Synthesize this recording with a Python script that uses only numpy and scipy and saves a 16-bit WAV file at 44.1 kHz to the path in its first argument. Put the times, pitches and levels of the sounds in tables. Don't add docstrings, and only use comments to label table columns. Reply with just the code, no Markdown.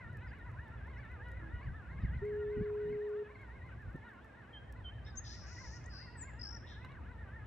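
import sys
import numpy as np
from scipy import signal
from scipy.fft import rfft, irfft, next_fast_len
from scipy.io import wavfile
from scipy.ndimage import uniform_filter1d, map_coordinates

SR = 44100
rng = np.random.default_rng(int(sys.argv[2]) if len(sys.argv) > 2 else 0)


def wrap_up_sound(samples):
    columns = np.atleast_2d(samples).T
    tamed = np.clip(columns, -1, 1)
    steps = np.round(tamed * 32767).astype(np.int16)
    wavfile.write(sys.argv[1], SR, steps)


N = 328986
TIME = np.arange(N) / SR


# fastest_at_s, fastest_hz, slowest_hz, level_db
CRANK_PUSHES = [(0.011, 515.4, 452, -56.5), (0.115, 494, 419, -60.5), (0.247, 510, 391.7, -59),
                (0.363, 578.4, 460, -60), (0.464, 496, 325.3, -60.5), (0.631, 484, 433.5, -58),
                (0.736, 460.4, 391.6, -62), (0.912, 538, 474, -59.5), (1.004, 576, 439, -59),
                (1.121, 509, 398.7, -59.5), (1.264, 486.7, 460.6, -57), (1.369, 497.4, 410.3, -60.0),
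                (1.552, 483, 473, -59.5), (1.639, 578, 387, -59), (1.766, 448.6, 351, -60),
                (1.94, 544.3, 531.5, -61.5), (2.012, 641.6, 407, -60.0), (2.164, 516, 452.3, -59),
                (2.279, 537, 418, -61), (2.401, 481.6, 430, -59), (2.538, 520, 483, -61.5),
                (2.632, 572, 302.2, -61), (2.819, 493.7, 459, -62.5), (2.93, 533.3, 394.3, -63),
                (3.046, 496, 354, -62.5), (3.197, 462.7, 420.4, -62), (3.33, 590.4, 517.3, -62.5),
                (3.412, 550.6, 455, -61), (3.568, 534, 470.5, -63.5), (3.664, 530, 378, -61.5),
                (3.81, 436, 361.5, -63), (3.965, 452.5, 419.5, -63), (4.066, 485, 344, -58.5),
                (4.258, 447.3, 393.3, -65.5), (4.387, 486.4, 372, -64.5), (4.526, 459, 392, -63.5),
                (4.682, 459, 425.7, -68.5), (4.778, 514.6, 349, -64.5), (4.956, 458.6, 389, -67),
                (5.09, 426, 379.6, -64), (5.229, 459, 416, -65), (5.368, 482, 377.4, -64.5),
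                (5.527, 488, 481.7, -62), (5.618, 523.7, 424.7, -57.5), (5.767, 485.4, 415.6, -63),
                (5.88, 488, 369, -62), (6.04, 526, 471, -62.5), (6.139, 491, 421, -62),
                (6.27, 551, 415, -59.5), (6.408, 485.5, 400.6, -63.5), (6.547, 477, 369.6, -62),
                (6.674, 488, 409, -64), (6.834, 509, 501.6, -60), (6.917, 576.5, 294.6, -62),
                (7.114, 501.6, 442.6, -62.5), (7.204, 467.4, 369.5, -63.5), (7.368, 462, 410, -59),
                (7.48, 478, 425, -63)]

def crank(unsteady=.007):
    fastest_at_s, fastest_hz, slowest_hz, level_db = np.transpose(CRANK_PUSHES)
    half_pushes = np.interp(TIME, fastest_at_s, 2 * np.arange(len(fastest_at_s)))
    eased = np.floor(half_pushes) + (1 - np.cos(np.pi * (half_pushes % 1))) / 2
    turning_points = np.ravel([fastest_hz, slowest_hz], "F")
    tooth_hz = np.interp(eased, np.arange(len(turning_points)), turning_points)
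    return tooth_hz * (1 + unsteady * drift(22.16)), np.interp(TIME, fastest_at_s, level_db)


# multiple_of_tooth_rate, gain_db
GEAR_TONES = [(2, -2.5), (3, -3), (4, -0.5), (5, -12.5), (6, -13.5), (7, -18.5), (8, -14.5)]
# pitch_hz, gain_db
HOUSING_COLOUR = [(700, -12.5), (1020, 2), (1250, -4.5), (1460, 4), (1570, 1.5), (1700, 6), (2150, 3.5),
                  (2340, -6.5), (2540, 4), (2690, -11), (2850, 0), (3150, -8.5), (3900, -7.5),
                  (5000, -12.5)]

def gear_whine(tooth_hz, jitter=0.009, rasp=0.0085, rough=0.34, scratch=0.19, even_s=0.1):
    chatter = rms_one(band(rng.standard_normal(N), 82, 400))
    phase = 2 * np.pi * np.cumsum(tooth_hz * (1 + jitter * drift(52.9) + rasp * chatter)) / SR
    whine = 0
    for multiple, db in GEAR_TONES:
        from_strongest = abs(multiple - 4)
        flicker_db = (6 if from_strongest else 5) * np.minimum(drift(22), 1)
        level = from_db(db + at_hz(HOUSING_COLOUR, multiple * tooth_hz) + flicker_db)
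        blur = scratch * (1 + from_strongest) * drift(88)
        whine = whine + level * (1 + rough * drift(110)) * np.sin(multiple * phase + blur)
    return whine / np.sqrt(uniform_filter1d(whine ** 2, int(even_s * SR)) + 1e-12)


# pitch_hz, gain_db
RUB_COLOUR = [(500, -16), (1200, 4.5), (2500, 0), (3400, -9), (6000, -38)]

def reel(whine_boost_db=2.0, rub_db=-69.0, rub_follows=0.43, echo_db=-12.0):
    tooth_hz, push_db = crank()
    whine = from_db(push_db + whine_boost_db) * gear_whine(tooth_hz)
    load = from_db(rub_follows * (push_db - push_db.mean()))
    rub = rms_one(coloured(banded_noise(RUB_COLOUR, patchy_db=4.5), HOUSING_COLOUR))
    winding = place(whine, lag_ms=0.02, left_db=0.2) + load * from_db(rub_db) * rub
    return winding + from_db(echo_db) * scatter(winding[0], ring_s=0.12, first_s=0.0014)


# start_s, level_db
REEL_TICKS = [(0.171, -78.5), (1.2849, -84), (1.3174, -80.5), (2.254, -85), (3.423, -89), (3.962, -84),
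              (4.245, -83), (4.7241, -71.5), (6.85, -81.5)]

def reel_ticks(boost_db=13.5, ring_s=0.016, fine_db=-91.5, fine_until_s=4.3, fine_count=30):
    ticks, age = np.zeros(N), TIME[:SR // 10]
    fine = [(fine_until_s * when, fine_db + 5 * force) for when, force in rng.random((fine_count, 2))]
    for start_s, db in list(REEL_TICKS) + fine:
        level = from_db(db + boost_db - 60 * age / ring_s)
        ticks[round(start_s * SR):][:len(age)] += level * rng.standard_normal(len(age))
    return band(ticks, low_hz=3500, high_hz=14000)


# start_s, level_db
HANDLE_KNOCKS = [(4.724, -66.5), (6.848, -51.5), (6.92, -60)]
# pitch_hz, gain_db, ring_s (time to fade by 60 dB)
HANDLE_TONES = [(1170, 6.5, 0.0098), (1680, -11, .025), (2850, -8.5, 0.051), (3900, -5.5, 0.029)]

def handle_knocks():
    knocks, age = np.zeros(N), TIME[:SR // 10]
    for start_s, db in HANDLE_KNOCKS:
        for hz, gain_db, ring_s in HANDLE_TONES:
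            level = from_db(db + gain_db + rng.normal(0, 1.5) - 60 * age / ring_s)
            knocks[round(start_s * SR):][:len(age)] += level * np.sin(2 * np.pi * hz * age)
    return knocks


# time_s, level_db
BREEZE = [(0.0, -51.5), (1.45, -51), (2.4, -52), (2.75, -54.5), (3.15, -65.5), (3.65, -51.5), (4.15, -62.5),
          (4.45, -63.5), (4.8, -52.5), (7.46, -51.5)]
# pitch_hz, gain_db
RUMBLE_COLOUR = [(20, -41), (32, -31), (45, -10.5), (62, -6), (80, 1), (115, -2.5), (150, -15), (200, -21),
                 (300, -25.5), (500, -40.5)]
# middle_s, length_s, level_db, top_hz
WIND_PUFFS = [(1.549, 0.055, -40, 131), (1.691, 0.11, -39.5, 144), (2.044, 0.024, -32, 183),
              (2.091, 0.49, -42.5, 162), (2.599, 0.091, -37, 231), (2.9, 0.2, -49.5, 241),
              (3.876, 0.073, -44, 162), (3.953, 0.019, -39, 260)]

def wind(rumble_gain_db=1.5, drone_gain_db=-1.5):
    eddies = rng.standard_normal(N) + .33 * rng.standard_normal((2, N))
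    drone = from_db(drone_gain_db) * rms_one(band(eddies, 56.05, 65.8))
    rumble = from_db(rumble_gain_db) * banded_noise(RUMBLE_COLOUR, patchy_db=2.0)
    breeze_db = np.interp(TIME, *np.transpose(BREEZE))
    out = from_db(breeze_db) * (rumble + drone)
    for middle_s, length_s, db, top_hz in WIND_PUFFS:
        shape = swell(middle_s - length_s / 2, length_s, length_s / 3)
        puff = rms_one(shape * band(band(eddies, 29, top_hz), 29, top_hz))
        out += from_db(db) * np.sqrt(np.mean(shape ** 2)) * puff
    return out


def foghorn(start_s=2.212, length_s=1.032, pitch_hz=418.2, level_db=-38.5, tail_db=-12, ring_s=.65):
    flat_hz = 70 * np.exp(-np.maximum(TIME - start_s, 0) / 0.01)
    phase = 2 * np.pi * np.cumsum(pitch_hz - flat_hz) / SR
    blast = swell(start_s, length_s, fade_s=0.021)
    since_end = np.maximum(TIME - start_s - length_s, 0)
    dying = from_db(tail_db - 60 * since_end / ring_s + 2.0 * drift(8))
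    tail = swell(start_s, 2 * length_s, fade_s=.05) * dying
    level = from_db(level_db + 0.54 * drift(2.6)) * np.maximum(blast, tail)
    return place(np.sqrt(2) * level * np.sin(phase), lag_ms=.17, left_db=.5)


# start_s, length_s, first_hz, middle_hz, last_hz, level_db, fade_s
SPARROW_NOTES = [ (4.522, 0.076, 3235, 3148, 3270, -59, 0.022),
                 (4.834, 0.08, 3300, 3076, 3220, -52.5, 0.032), (5.044, 0.078, 4800, 5386, 4350, -70, 0.01),
                 (5.153, 0.016, 5900, 6896, 7300, -65, 0.0036),
                 (5.158, 0.011, 4783, 5700, 6440, -67, 0.0035),
                 (5.167, 0.037, 6480, 6350, 6840, -48, 0.0087),
                 (5.837, 0.0095, 5270, 6370, 7700, -69, 0.0026),
                 (5.857, 0.0091, 4876, 6756, 9310, -58, 0.0059),
                 (6.163, 0.055, 8150, 7750, 7604, -60, 0.025), (6.2, 0.05, 7560, 7210, 7130, -52.5, 0.013)]

def sparrow_notes():
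    return whistles(SPARROW_NOTES)


# start_s, length_s, first_hz, middle_hz, last_hz, level_db, fade_s, flutter_hz, swing_hz
SPARROW_BUZZES = [ (5.055, 0.049, 3675, 3720, 3570, -65, 0.015, 402, 168),
                  (5.228, 0.15, 5080, 5020, 5320, -57, 0.04, 350, 1460),
                  (5.232, 0.14, 3550, 3650, 3800, -74, 0.022, 350, 300),
                  (5.355, 0.11, 5430, 5420, 5480, -64.5, 0.018, 324, 496.3),
                  (5.450, 0.34, 5430, 5440, 5520, -62.5, 0.024, 328.6, 1213),
                  (5.888, 0.185, 4902, 4760, 4625, -59, 0.043, 303.2, 350),
                  (5.915, 0.11, 4960, 4950, 4970, -63, 0.023, 60, 750),
                  (6.655, 0.12, 3660, 3675, 3620, -64, 0.027, 233.2, 460),
                  (6.670, 0.082, 5270, 5380, 5330, -72.5, 0.022, 221, 670)]

def sparrow_buzzes(unsteady=0.018, rasp=0.36, pulsing=0.57, limp=0.19, throat=0.64, held_gain=0.46):
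    out, wander, grain = np.zeros(N), drift(44), drift(199)
    for *row, flutter_hz, swing_hz in SPARROW_BUZZES:
        span, glide_hz, level = note(*row)
        cycle = 2 * np.pi * np.cumsum(flutter_hz * (1 + unsteady * wander[span])) / SR
        sweep = np.sin(cycle) + rasp * grain[span]
        swept = tone(glide_hz + swing_hz * sweep) / np.sqrt(1 + (sweep / throat) ** 2)
        held = tone(glide_hz + 90 * grain[span])
        pulses = (1 - pulsing * np.cos(cycle)) * (1 + limp * np.sin(cycle / 2))
        out[span] += level * pulses * (swept + held_gain * held)
    return out


def sparrow_trill(start_s=6.399, step_s=.0189, count=10, pitch_hz=4960, rise_hz_per_s=3540):
    top_db, top_at_s, swell_db_per_s, fade_db_per_s = -41.5, 0.026, 471, 72
    half_chirp_s, fall_hz, ripple_hz, ripples_per_s = .0102, 430, 90, 170
    out = np.zeros(N)
    progress = np.linspace(-1, 1, int(2 * half_chirp_s * SR))
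    for age in step_s * np.arange(count):
        past_top = age - top_at_s
        db = top_db + min(swell_db_per_s * past_top, -fade_db_per_s * past_top)
        ripple = np.sin(2 * np.pi * (ripples_per_s * half_chirp_s * progress + rng.random()))
        hz = pitch_hz + rise_hz_per_s * age - fall_hz * progress + ripple_hz * ripple
        level = from_db(db + 1.8 * ripple) * np.cos(np.pi * progress / 2) ** 2
        out[int((start_s + age - half_chirp_s) * SR):][:len(progress)] += level * tone(hz)
    return out


# start_s, length_s, first_hz, middle_hz, last_hz, level_db, fade_s
FAR_WHISTLE = [(5.93, 0.52, 2712, 2706, 2705, -80, 0.022)]
FAR_MOAN = [(1.14, 0.3, 464, 517.4, 550, -67, 0.063), (1.37, 0.19, 343.5, 322.6, 320, -63.5, 0.06)]

def far_calls():
    return whistles(FAR_WHISTLE) + whistles(FAR_MOAN)


# start_s, length_s, first_hz, middle_hz, last_hz, level_db, fade_s
BIRD_CHIPS = [(.265, 0.053, 5500, 4900, 4350, -76.5, 0.014), (.97, 0.027, 5800, 5266, 4800, -78, 0.013)]

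def faint_chips():
    return whistles(BIRD_CHIPS, quiver=0.058)


# pitch_hz, left_minus_right_db
MIC_SHADE = [(3100, -2.5), (4300, 2), (5400, 10.5), (7500, 8.5)]

def birds(pure_echo_db=-10.5, buzz_echo_db=-3.5, far_echo_db=-1.5, bank_s=0.12, bank_db=-24.0):
    pure = sparrow_notes() + sparrow_trill()
    buzzes = sparrow_buzzes()
    far = far_calls()
    sparrow = pure + buzzes
    sparrow += 0.48 * delayed(sparrow, lag_ms=2.2)
    bank = from_db(bank_db) * band(np.interp(TIME - bank_s, TIME, sparrow), 2000, 5400)
    left, right = place(sparrow, lag_ms=.335, left_db=0.5)
    near = np.array([coloured(left, MIC_SHADE, power=0.41), coloured(right, MIC_SHADE, power=-0.47)])
    distant = place(far + bank + faint_chips(), lag_ms=0.041, left_db=1.0)
    echoing = from_db(pure_echo_db) * pure + from_db(buzz_echo_db) * buzzes + from_db(far_echo_db) * far
    return near + distant + scatter(echoing, ring_s=0.59, first_s=0.0019)


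# pitch_hz, gain_db
AIR_COLOUR = [(40, -12.5), (100, -2), (200, 6), (330, -0.5), (500, -0.5), (800, -2), (1300, -10),
              (2000, -13.5), (3000, -22), (5000, -36), (8500, -34.5), (12000, -53.5), (15000, -56)]

def bay_air(level_db=-60):
    return from_db(level_db) * banded_noise(AIR_COLOUR, patchy_db=.6)


# pitch_hz, likeness (1 means the same)
SIDE_LIKENESS = [(60, 1), (250, 0.87), (450, .65), (700, 0.07), (1100, 0.17), (1800, 0.6), (3000, 0.099),
                 (5000, 0.76), (9000, .2)]

def banded_noise(spectrum, patchy_db):
    out, edges = 0, 22 * 2 ** (np.arange(20) / 2)
    white = rng.standard_normal((2, 2, N))
    for k, (low, high) in enumerate(zip(edges, edges[1:])):
        hz = np.sqrt(low * high)
        if spectrum[0][0] / 2 < hz < spectrum[-1][0] * 2:
            mid, side = band(white[k % 2], low, high)
            alike = at_hz(SIDE_LIKENESS, hz)
            gain = from_db(at_hz(spectrum, hz) + patchy_db * drift(9.1))
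            out = out + gain * (np.sqrt(1 + alike) * mid + np.sqrt(1 - alike) * side * [[1], [-1]])
    return rms_one(out)


def note(start_s, length_s, first_hz, middle_hz, last_hz, level_db, fade_s):
    span = slice(int(start_s * SR), int((start_s + length_s) * SR))
    progress = np.linspace(-1, 1, len(TIME[span]))
    bend_hz = (first_hz + last_hz) / 2 - middle_hz
    glide_hz = middle_hz + (last_hz - first_hz) / 2 * progress + bend_hz * progress ** 2
    return span, glide_hz, np.sqrt(2) * from_db(level_db) * swell(start_s, length_s, fade_s)[span]


def whistles(table, quiver=0.00087):
    out, wander = np.zeros(N), drift(60)
    for row in table:
        span, glide_hz, level = note(*row)
        out[span] += level * tone(glide_hz * (1 + quiver * wander[span]))
    return out


def tone(hz):
    return np.sin(2 * np.pi * np.cumsum(hz) / SR)


def swell(start_s, length_s, fade_s):
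    edge = np.clip(np.minimum(TIME - start_s, start_s + length_s - TIME) / fade_s, 0, 1)
    return edge * edge * (3 - 2 * edge)


def drift(rate_hz):
    keep = np.exp(-80 * np.pi * rate_hz / SR)
    slow = signal.lfilter([1], [1, -2 * keep, keep * keep], rng.standard_normal(N // 40 + 2002))[2000:]
    return np.interp(np.arange(N) / 40, np.arange(len(slow)), rms_one(slow))


def scatter(x, ring_s, first_s):
    age = TIME[:SR]
    echoes = rng.standard_normal((2, SR)) * from_db(-60 * age / ring_s) * (age > first_s)
    echoes /= np.sqrt(np.sum(echoes ** 2, axis=1, keepdims=True))
    return signal.fftconvolve([x, x], echoes, axes=1)[:, :N]


def delayed(x, lag_ms):
    return map_coordinates(x, [np.arange(N) - lag_ms * SR / 1000], order=3)


def place(x, lag_ms, left_db):
    return np.array([x * from_db(left_db / 2), delayed(x, lag_ms) * from_db(-left_db / 2)])


def band(x, low_hz, high_hz):
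    sos = signal.butter(2, [low_hz, min(high_hz, SR / 2 - 1000)], "band", fs=SR, output="sos")
    return signal.sosfilt(sos, x + 1e-18)


def coloured(x, spectrum, power=1):
    size = next_fast_len(N + SR // 10)
    hz = np.maximum(np.arange(size // 2 + 1) * SR / size, 1)
    return irfft(rfft(x, size) * from_db(power * at_hz(spectrum, hz)), size)[..., :N]


def at_hz(table, hz):
    pitches, values = np.transpose(table)
    return np.interp(np.log(hz), np.log(pitches), values)


def from_db(db):
    return 10 ** (np.asarray(db) / 20)


def rms_one(x):
    return x / np.sqrt(np.mean(x ** 2) + 1e-20)


def scene():
    return bay_air() + reel() + wind() + foghorn() + birds() + reel_ticks() + handle_knocks()


def record(dry, low_hz=31, high_hz=15800):
    thinned = signal.sosfilt(signal.butter(3, low_hz, "high", fs=SR, output="sos"), dry)
    return signal.sosfilt(signal.ellip(10, .1, 80, high_hz, fs=SR, output="sos"), thinned)


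dry = scene()
out = record(dry)
wrap_up_sound(out)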